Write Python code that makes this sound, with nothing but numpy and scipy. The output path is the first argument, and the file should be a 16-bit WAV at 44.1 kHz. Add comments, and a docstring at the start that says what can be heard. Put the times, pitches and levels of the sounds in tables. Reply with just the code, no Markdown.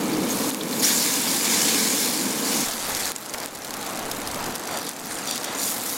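"""A dense sizzle, close by: fish fillets fry in oil and butter in a pan on an outdoor gas stove.
Countless tiny steam bursts make the sound, which flares when a fillet is turned, pressed or lifted.
Drops spit and snap, steam jets chirp, and from a step further back a spatula is heard scraping the pan.
Beneath it the turbulent flame roars, the open air hisses and gusts touch the microphone.
The sharpest snaps duck a limiter."""
import sys
import numpy as np
from scipy import signal
from scipy.fft import rfft, irfft, next_fast_len
from scipy.io import wavfile
from scipy.ndimage import uniform_filter1d, map_coordinates

SR = 44100
rng = np.random.default_rng(int(sys.argv[2]) if len(sys.argv) > 2 else 0)


def digitize_waveform(pressure):
    """Quantize a signal to 16-bit integers and store it at the path in sys.argv[1].

    Rows of a 2-D input are taken as channels; values are limited to [-1, 1].
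    """
    field = np.atleast_2d(pressure).T
    bounded = np.clip(field, -1, 1)
    quanta = np.round(bounded * 32767).astype(np.int16)
    wavfile.write(sys.argv[1], SR, quanta)


N = 263277

STEP_BACK_S = 2.645  # the listener moves away from the pan
NEAR_SIMMER_DB, FAR_SIMMER_DB = (-38, -39.5, -42), (-39.5, -45.5, -45)  # oil alone: body, spatter, fizz


# Spectra of the oil, near and far. Each row: frequency in Hz, relative level in dB.
NEAR_OIL_SPECTRUM = [(700, -23.5), (1300, -15), (1650, -7), (2250, -6.5), (2800, -10.5), (3600, -7.5),
                     (4800, -4.5), (6100, -4.5), (7000, -1.5), (8200, -4.5), (10500, -2.5), (13000, -4.5),
                     (15800, -9)]
FAR_OIL_SPECTRUM = [(700, -14.5), (1300, -1.5), (2000, -0.5), (2800, -7), (3600, -2.5), (4600, -1),
                    (5500, -2.5), (7200, 1), (8500, -0.5), (11500, 2), (14000, -2.5), (15800, -6)]
def sizzle():
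    """Shot noise: the harder the oil fries, the faster its steam bursts come and the more they merge."""
    body_gain, spatter_gain, fizz_gain = frying_gains()
    vigour = body_gain / amp(by_distance(NEAR_SIMMER_DB[0], FAR_SIMMER_DB[0]))
    bursts_per_s = np.minimum(by_distance(1700, 520) * vigour ** 1.3, 15000)
    bursts = steam_bursts(bursts_per_s)
    near = pan_wall(coloured(bursts, NEAR_OIL_SPECTRUM))
    far = coloured(bursts, FAR_OIL_SPECTRUM)
    sound = by_distance(unit(near), unit(far))
    below = lambda hz, edge_hz: 1 / (1 + (hz / edge_hz) ** 8)
    spatter = filtered(sound, lambda hz: below(hz, 3200))
    fizz = filtered(sound, lambda hz: 1 - below(hz, 9000))
    body = sound - spatter - fizz
    return body_gain * unit(body) + spatter_gain * unit(spatter) + fizz_gain * unit(fizz)


# Moisture meets hot oil as the fish is turned, pressed and lifted. Each row: start, rise and hold
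# in seconds, fall in dB per second, level in dB, brightness in dB (more fizz, less spatter).
FLARE_UPS = [(.26, .05, .19, 100, -34, 3), (.62, .18, .02, 60.5, -33, 5), (.818, .015, .025, 45, -22, -1),
             (.82, .08, 1.0, 13, -27.5, -0.5), (1.381, .09, .3, 32, -27, -4),
             (1.92, .07, .04, 70, -29.5, 2.5), (2.37, .16, 0.05, 60, -27.5, -1.2),
             (2.74, .16, .17, 137, -32, -3.3), (5.0, .12, .25, 60.5, -40.5, -5.5),
             (5.433, 0.0402, .12, 60, -43, -10), (5.567, .06, .08, 70, -31, 4),
             (5.779, .08, .1, 62, -34, 4)]
def frying_gains(spatter_db=-9.5, fizz_db=-3.5):
    """Incoherent sources add in power: simmer plus flares, for mid body, low spatter and high fizz."""
    t = clock()
    power = by_distance(amp(NEAR_SIMMER_DB)[:, None], amp(FAR_SIMMER_DB)[:, None]) ** 2
    for start, rise_s, hold_s, fall_db_per_s, db, bright_db in FLARE_UPS:
        attack = np.clip((t - start) / rise_s, 0, 1)
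        decay = amp(-fall_db_per_s * np.maximum(t - start - rise_s - hold_s, 0))
        band_gains = amp([db, db + spatter_db - bright_db, db + fizz_db + bright_db])
        power += np.outer(band_gains, attack * decay) ** 2
    return np.sqrt(power)


def steam_bursts(rate):
    """Superposition: bursts and bubbles over a finer hiss, bunched by random amplitude modulation."""
    clumps = amp(0.79 * wobble(160) + 0.11 * wobble(29.63))
    grains = crackle(rate, spread_db=6, life_s=.000077)
    wet = amp(-11) * bubbles(rate / 4, centre_hz=4800, cycles=7.3)
    singing = amp(-12) * bubbles(np.sqrt(rate) * 3, centre_hz=5800, cycles=30, size=1400)
    smallest = crackle(rate / 2, spread_db=5, life_s=.00006)
    ticks = amp(-4) * filtered(smallest, lambda hz: hz ** 4 / (hz ** 4 + 9000 ** 4))  # top octave
    hiss = amp(-1.5) * rng.standard_normal(N)
    return patchy(clumps * (grains + wet + singing + ticks + hiss), depth_db=1.1)


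def crackle(rate, spread_db, life_s, size=96):
    """A Poisson process of decaying noise grains, rate per second; the mean power is 1 at any rate."""
    at = np.flatnonzero(rng.random(N) < rate / SR)
    strength, life = np.clip(rng.standard_normal((len(at), 2)), -2, 2).T
    age = np.arange(size) / SR
    grains = rng.standard_normal((len(at), size)) * np.exp(-age / (life_s * np.exp(life))[:, None])
    grains *= (amp(spread_db * strength) / np.sqrt(rate[at]) / np.linalg.norm(grains, axis=1))[:, None]
    return overlap_add(at, grains)


def bubbles(rate, centre_hz, cycles, size=320):
    """Each bubble is a damped oscillator with its own pitch, falling to 1/e in the given cycles."""
    at = np.flatnonzero(rng.random(N) < rate / SR)
    strength, pitch = np.clip(rng.standard_normal((2, len(at), 1)), -2, 2)
    turns = centre_hz * np.exp(.4 * pitch) * np.arange(size) / SR
    rings = np.sin(2 * np.pi * turns) * np.exp(-turns / cycles)
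    return overlap_add(at, amp(2.8 * strength) * rings / np.sqrt(rate[at, None]))


def patchy(x, depth_db):
    """Spectral modulation: the colour shifts in small patches as the bursts move about the pan."""
    spectrogram = signal.stft(x, nperseg=512)[2]
    field = uniform_filter1d(rng.standard_normal(spectrogram.shape), size=8, axis=0)
    field = uniform_filter1d(field, size=9, axis=1)
    return unit(signal.istft(spectrogram * amp(depth_db * unit(field)), nperseg=512)[1][:N])


def pan_wall(x, echo=.22, delay_s=.001535):
    """Comb filtering: a dull early reflection from the pan's wall interferes with the direct sound."""
    return filtered(x, lambda hz: 1 - echo * np.exp(-2j * np.pi * hz * delay_s) / (1 + (hz / 4500) ** 2))


def droplets(count=240):
    """Narrow-band transients: small drops spit at random, louder as the oil fries harder, up to a cap."""
    track = np.zeros(N)
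    frying_db = 20 * np.log10(frying_gains()[0])
    for when, smallness, pitch, life in rng.random((count, 4)):
        at = int(when * N)
        db = min(frying_db[at], -35.5) + 7 - 9 * smallness
        sound = spit(.0011 + .0032 * life, centre_hz=4500 + 10000 * pitch, q=4.4)
        add(track, at / SR, amp(db) * sound)
    return track


# Large spitting drops. Each row: start in seconds, level in dB, decay time in seconds.
LARGE_DROPS = [(0.546, -19.5, 0.0015), (2.921, -37, 0.00078), (2.949, -21.5, .0029), (2.996, -28, .0025),
               (3.0563, -24, 0.0015), (3.077, -26, 0.0014), (3.26, -26.5, .0021), (3.338, -20.5, 0.0062),
               (3.4017, -26.5, 0.0032), (3.6465, -24, 0.0066), (3.707, -25.5, 0.0027), (3.739, -24, 0.005),
               (3.864, -26.5, .0045), (4.1135, -21.5, 0.0041), (4.274, -23.5, 0.003),
               (4.441, -26.5, 0.0025), (4.559, -22, 0.0019), (4.674, -26, .0041), (4.773, -25, .0016),
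               (4.892, -25, 0.0046), (5.2737, -24, 0.006), (5.311, -20.5, 0.002), (5.357, -23, 0.0057),
               (5.378, -23.5, 0.0029), (5.444, -22, .0055), (5.9005, -26, 0.0048)]
def pops(count=26):
    """Broadband transients: large drops spit, joined after the step back by lesser ones at random."""
    track = np.zeros(N)
    lesser = [(STEP_BACK_S + when * (N / SR - STEP_BACK_S), -27.5 - 7 * smallness, .0026 * (.5 + life))
              for when, smallness, life in rng.random((count, 3))]
    for start, db, decay_s in LARGE_DROPS + lesser:
        add(track, start, amp(db) * spit(decay_s, centre_hz=5650, q=1))
    return track


def spit(decay_s, centre_hz, q):
    """Band-passed decay: a drop cracks and tears into spray, with the energy of 3 ms at rms 1."""
    t = np.arange(SR // 40) / SR
    hz = np.fft.rfftfreq(len(t), 1 / SR) + 1
    envelope = np.exp(-t / decay_s) + .54 * np.exp(-t / .00019)
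    spray = envelope * rng.standard_normal(len(t)) * amp(1.9 * rng.standard_normal(len(t)))
    sound = irfft(rfft(spray) / (1 + 1j * q * (hz / centre_hz - centre_hz / hz)))
    return sound / np.linalg.norm(sound) * np.sqrt(.003 * SR)


# Drops that burst all at once. Each row: start in seconds, initial envelope level in dB.
BURSTING_DROPS = [(.504, 2), (.635, -4), (1.915, -6), (2.1, -3.5), (2.24, -7), (3.055, -9), (3.119, 4),
                  (3.46, 2), (4.555, -1), (4.788, -7), (4.892, 1.5)]
def snaps(hz=9500, decay_s=.00008):
    """Heavily damped oscillation: a sudden burst radiates about one hard pressure cycle."""
    track, t = np.zeros(N), np.arange(SR // 100) / SR
    for start, db in BURSTING_DROPS:
        add(track, start, amp(db) * np.sin(2 * np.pi * hz * t) * np.exp(-t / decay_s))
    return track


# Steam squeezing through the oil. Each row: start in seconds, level in dB, pitch in Hz, rise in seconds.
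STEAM_JETS = [(0.129, -31, 4510, 0.0076), (.3, -24, 6490, .0071), (0.51, -20, 3710, .0018),
              (.608, -21.5, 3820, 0.003), (.725, -25, 4090, 0.0043), (0.796, -22, 6700, 0.0034),
              (.829, -30, 3560, 0.0034), (0.841, -13, 5720, 0.0054), (0.906, -22, 3510, 0.0032),
              (3.161, -13, 7070, 0.0012), (3.295, -22, 6300, .0014), (3.344, -20, 2700, 0.00097),
              (3.346, -22.5, 1970, 0.0013), (5.548, -24.5, 6710, 0.0022)]
def chirps():
    """Phase noise: each steam jet sings a brief tone whose phase takes a random walk."""
    track, t = np.zeros(N), np.arange(SR // 10) / SR
    for start, db, hz, rise_s in STEAM_JETS:
        wander = .015 / np.sqrt(rise_s)  # shorter jets are rougher
        phase = 2 * np.pi * hz * t + np.cumsum(wander * rng.standard_normal(len(t)))
        envelope = t / rise_s * np.exp(1 - t / rise_s)
        add(track, start, amp(db) * envelope * np.sin(phase))
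    return track


# Modes of the blade against the pan. Each row: frequency in Hz, bandwidth in Hz, relative level in dB.
BLADE_MODES = [(3560, 410, -14), (4670, 200, -11), (5815, 68, -6), (7100, 450, -10), (8850, 830, -9)]
# Spatula strokes. Each row: start and end in seconds, level in dB, centre of the excited band in Hz.
STROKES = [(2.832, 3.097, -53, 4000), (4.692, 4.835, -37, 4700), (4.86, 4.895, -35.5, 3960),
           (5.072, 5.2, -36, 8510), (5.256, 5.386, -32, 4000), (5.463, 5.535, -38, 3500),
           (5.55, 5.737, -31.5, 6600)]
def spatula():
    """Stick-slip friction: the edge catches on the pan in many small slips, and each rings the blade."""
    track, t = np.zeros(N), clock()
    resonance = lambda hz, centre, width: 1j * hz * width / (centre ** 2 - hz ** 2 + 1j * hz * width)
    blade = lambda hz: sum(amp(db) * resonance(hz, centre, width) for centre, width, db in BLADE_MODES)
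    slips = crackle(np.full(N, 1100), spread_db=3, life_s=.00005)
    ring = filtered(slips, blade)
    for start, end, db, stroke_hz in STROKES:
        progress = np.clip((t - start) / (end - start), 0, 1)
        envelope = np.sqrt(np.abs(np.sin(np.pi * progress)))
        scrape = unit(filtered(ring, lambda hz: resonance(hz, stroke_hz, stroke_hz / 3)))
        track += amp(db) * envelope * scrape
    return track


# Spectrum of the gas flame. Each row: frequency in Hz, relative level in dB.
FLAME_SPECTRUM = [(20, -47), (45, -51), (70, -36.5), (110, -18), (155, -10.5), (203, -2.5), (262, 0.5),
                  (318, -1.5), (378, -11.5), (462, -5), (535, -9.5), (640, -19.5), (1000, -24.5),
                  (2500, -36.5)]
# The flame's roar, which drops at the step back. Each row: time in seconds, level in dB.
ROAR_LEVELS = [(0, -25.5), (.3, -26), (.8, -27), (1.05, -32), (1.8, -29), (2.2, -31.5), (2.55, -28),
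               (2.635, -30.5), (2.66, -41.5), (4.5, -38), (5.97, -40.5)]
def burner():
    """Combustion noise: the flame's turbulence roars in the hollow under the pan."""
    level_db = np.interp(clock(), *np.transpose(ROAR_LEVELS)) + .56 * wobble(14)
    return amp(level_db) * rush(FLAME_SPECTRUM)


# Spectra of the open air, near the pan and a step back. Each row: frequency in Hz, relative level in dB.
NEAR_AIR_SPECTRUM = [(50, -44), (300, -13), (600, -4), (800, -0.5), (1050, -0.5), (1350, -6), (2000, -13),
                     (4000, -12), (12000, -76)]
FAR_AIR_SPECTRUM = [(30, -42), (100, -10), (350, -5), (550, -2.5), (760, 0), (1000, -3), (1300, -5),
                    (2000, -11), (4000, -16.5), (12000, -51)]
# Swells of that wash. Each row: middle and half-width in seconds, boost in dB.
AIR_SWELLS = [(.35, 0.71, 3.5), (1.6, 0.48, 3.5), (2.55, 0.16, 3.5), (2.9, 0.057, 5), (3.42, 0.077, 3.5),
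              (3.98, 0.32, 3.5), (4.5, 0.19, 5), (4.75, 0.061, 5.5), (5.55, 0.17, 2.5)]
def open_air():
    """Ambient noise: a broad outdoor wash drifts in level and swells now and then."""
    drift_db = .5 * wobble(12)
    swell_db = sum(db * hump(middle, width) for middle, width, db in AIR_SWELLS)
    wash = by_distance(amp(-37) * rush(NEAR_AIR_SPECTRUM), amp(-36.5) * rush(FAR_AIR_SPECTRUM))
    return amp(swell_db + drift_db) * wash


# Spectrum of wind buffeting. Each row: frequency in Hz, relative level in dB.
BUFFET_SPECTRUM = [(10, 8), (30, -8), (45, 4), (70, -0.5), (120, 0), (300, -17), (1500, -68)]
# Gusts of breeze. Each row: middle and half-width in seconds, level in dB.
BREEZE_GUSTS = [(.2, .35, -57), (2.66, .1, -52), (2.96, 0.12, -44), (3.6, 0.18, -50), (4.13, 0.23, -49),
                (4.42, 0.18, -48), (5.1, 0.11, -55)]
def wind(calm_db=-75):
    """Turbulent pressure fluctuations at the microphone rumble with each gust."""
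    breeze = amp(calm_db) + sum(amp(db) * hump(middle, width) for middle, width, db in BREEZE_GUSTS)
    return breeze * amp(1.4 * wobble(8.3)) * rush(BUFFET_SPECTRUM)


def amp(db):
    """Decibels to gain."""
    return 10 ** (np.asarray(db) / 20)


def unit(x):
    """Scale to rms 1."""
    return x / np.sqrt(np.mean(x ** 2) + 1e-20)


def clock():
    """The time of every sample."""
    return np.arange(N) / SR


def by_distance(near, far):
    """A linear crossfade from near to far, over 10 ms at the step back."""
    share = np.clip((clock() - STEP_BACK_S) / .01, 0, 1)
    return near * (1 - share) + far * share


def wobble(rate):
    """Spline interpolation through random knots, rate per second."""
    return map_coordinates(rng.standard_normal(int(N * rate / SR) + 4), [np.arange(N) * rate / SR])


def hump(middle_s, width_s):
    """A Gaussian rise and fall of height 1."""
    return np.exp(-((clock() - middle_s) / width_s) ** 2)


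def filtered(x, response):
    """Linear filtering: the spectrum of x times a function of frequency in Hz."""
    size = next_fast_len(N + SR // 2)
    return irfft(rfft(x, size) * response(np.fft.rfftfreq(size, 1 / SR)), size)[:N]


def coloured(x, points, size=2048):
    """A minimum-phase filter of energy 1 whose shape follows (Hz, dB) points."""
    point_hz, point_db = np.transpose(points)
    hz = np.fft.rfftfreq(size, 1 / SR)
    magnitude = amp(np.interp(np.log(hz + 1), np.log(point_hz), point_db))
    cepstrum = irfft(np.log(magnitude))
    causal_fold = np.r_[1, np.full(size // 2 - 1, 2), 1, np.zeros(size // 2 - 1)]
    response = irfft(np.exp(rfft(cepstrum * causal_fold)))
    return signal.fftconvolve(x, response / np.linalg.norm(response))[:N]


def rush(points):
    """Coloured Gaussian noise of rms 1."""
    return unit(coloured(rng.standard_normal(N), points, size=8192))


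def add(track, start_s, sound):
    """Superpose a sound on a track."""
    span = track[round(start_s * SR):][:len(sound)]
    span += sound[:len(span)]


def overlap_add(at, grains):
    """Superpose grains, one per row, at their starting samples; rms 1."""
    samples = at[:, None] + np.arange(grains.shape[1])
    return unit(np.bincount(samples.ravel(), grains.ravel(), N)[:N])


def scene():
    """Sound pressures add at one microphone, the same in both channels."""
    oil = sizzle() + droplets() + pops() + snaps() + chirps()
    mono = oil + spatula() + burner() + open_air() + wind()
    return np.array([mono, mono])


def limiter(x, ceiling_db, release_db_per_s):
    """Peak limiting: the gain drops at once on a peak and recovers at a steady rate."""
    peak_db = 20 * np.log10(np.abs(x).max(axis=0) + 1e-9)
    excess_db = np.maximum(peak_db - ceiling_db, 0)
    recovery_db = release_db_per_s * clock()
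    return x * amp(recovery_db - np.maximum.accumulate(excess_db + recovery_db))


def record(dry):
    """Peak limiting, then band limiting by a steep low-pass filter."""
    limited = limiter(dry, ceiling_db=-6.5, release_db_per_s=17)
    low_pass = lambda hz: 1 / (1 + (hz / 15920) ** 300)
    return np.array([filtered(channel, low_pass) for channel in limited])


dry = scene()
out = record(dry)
digitize_waveform(out)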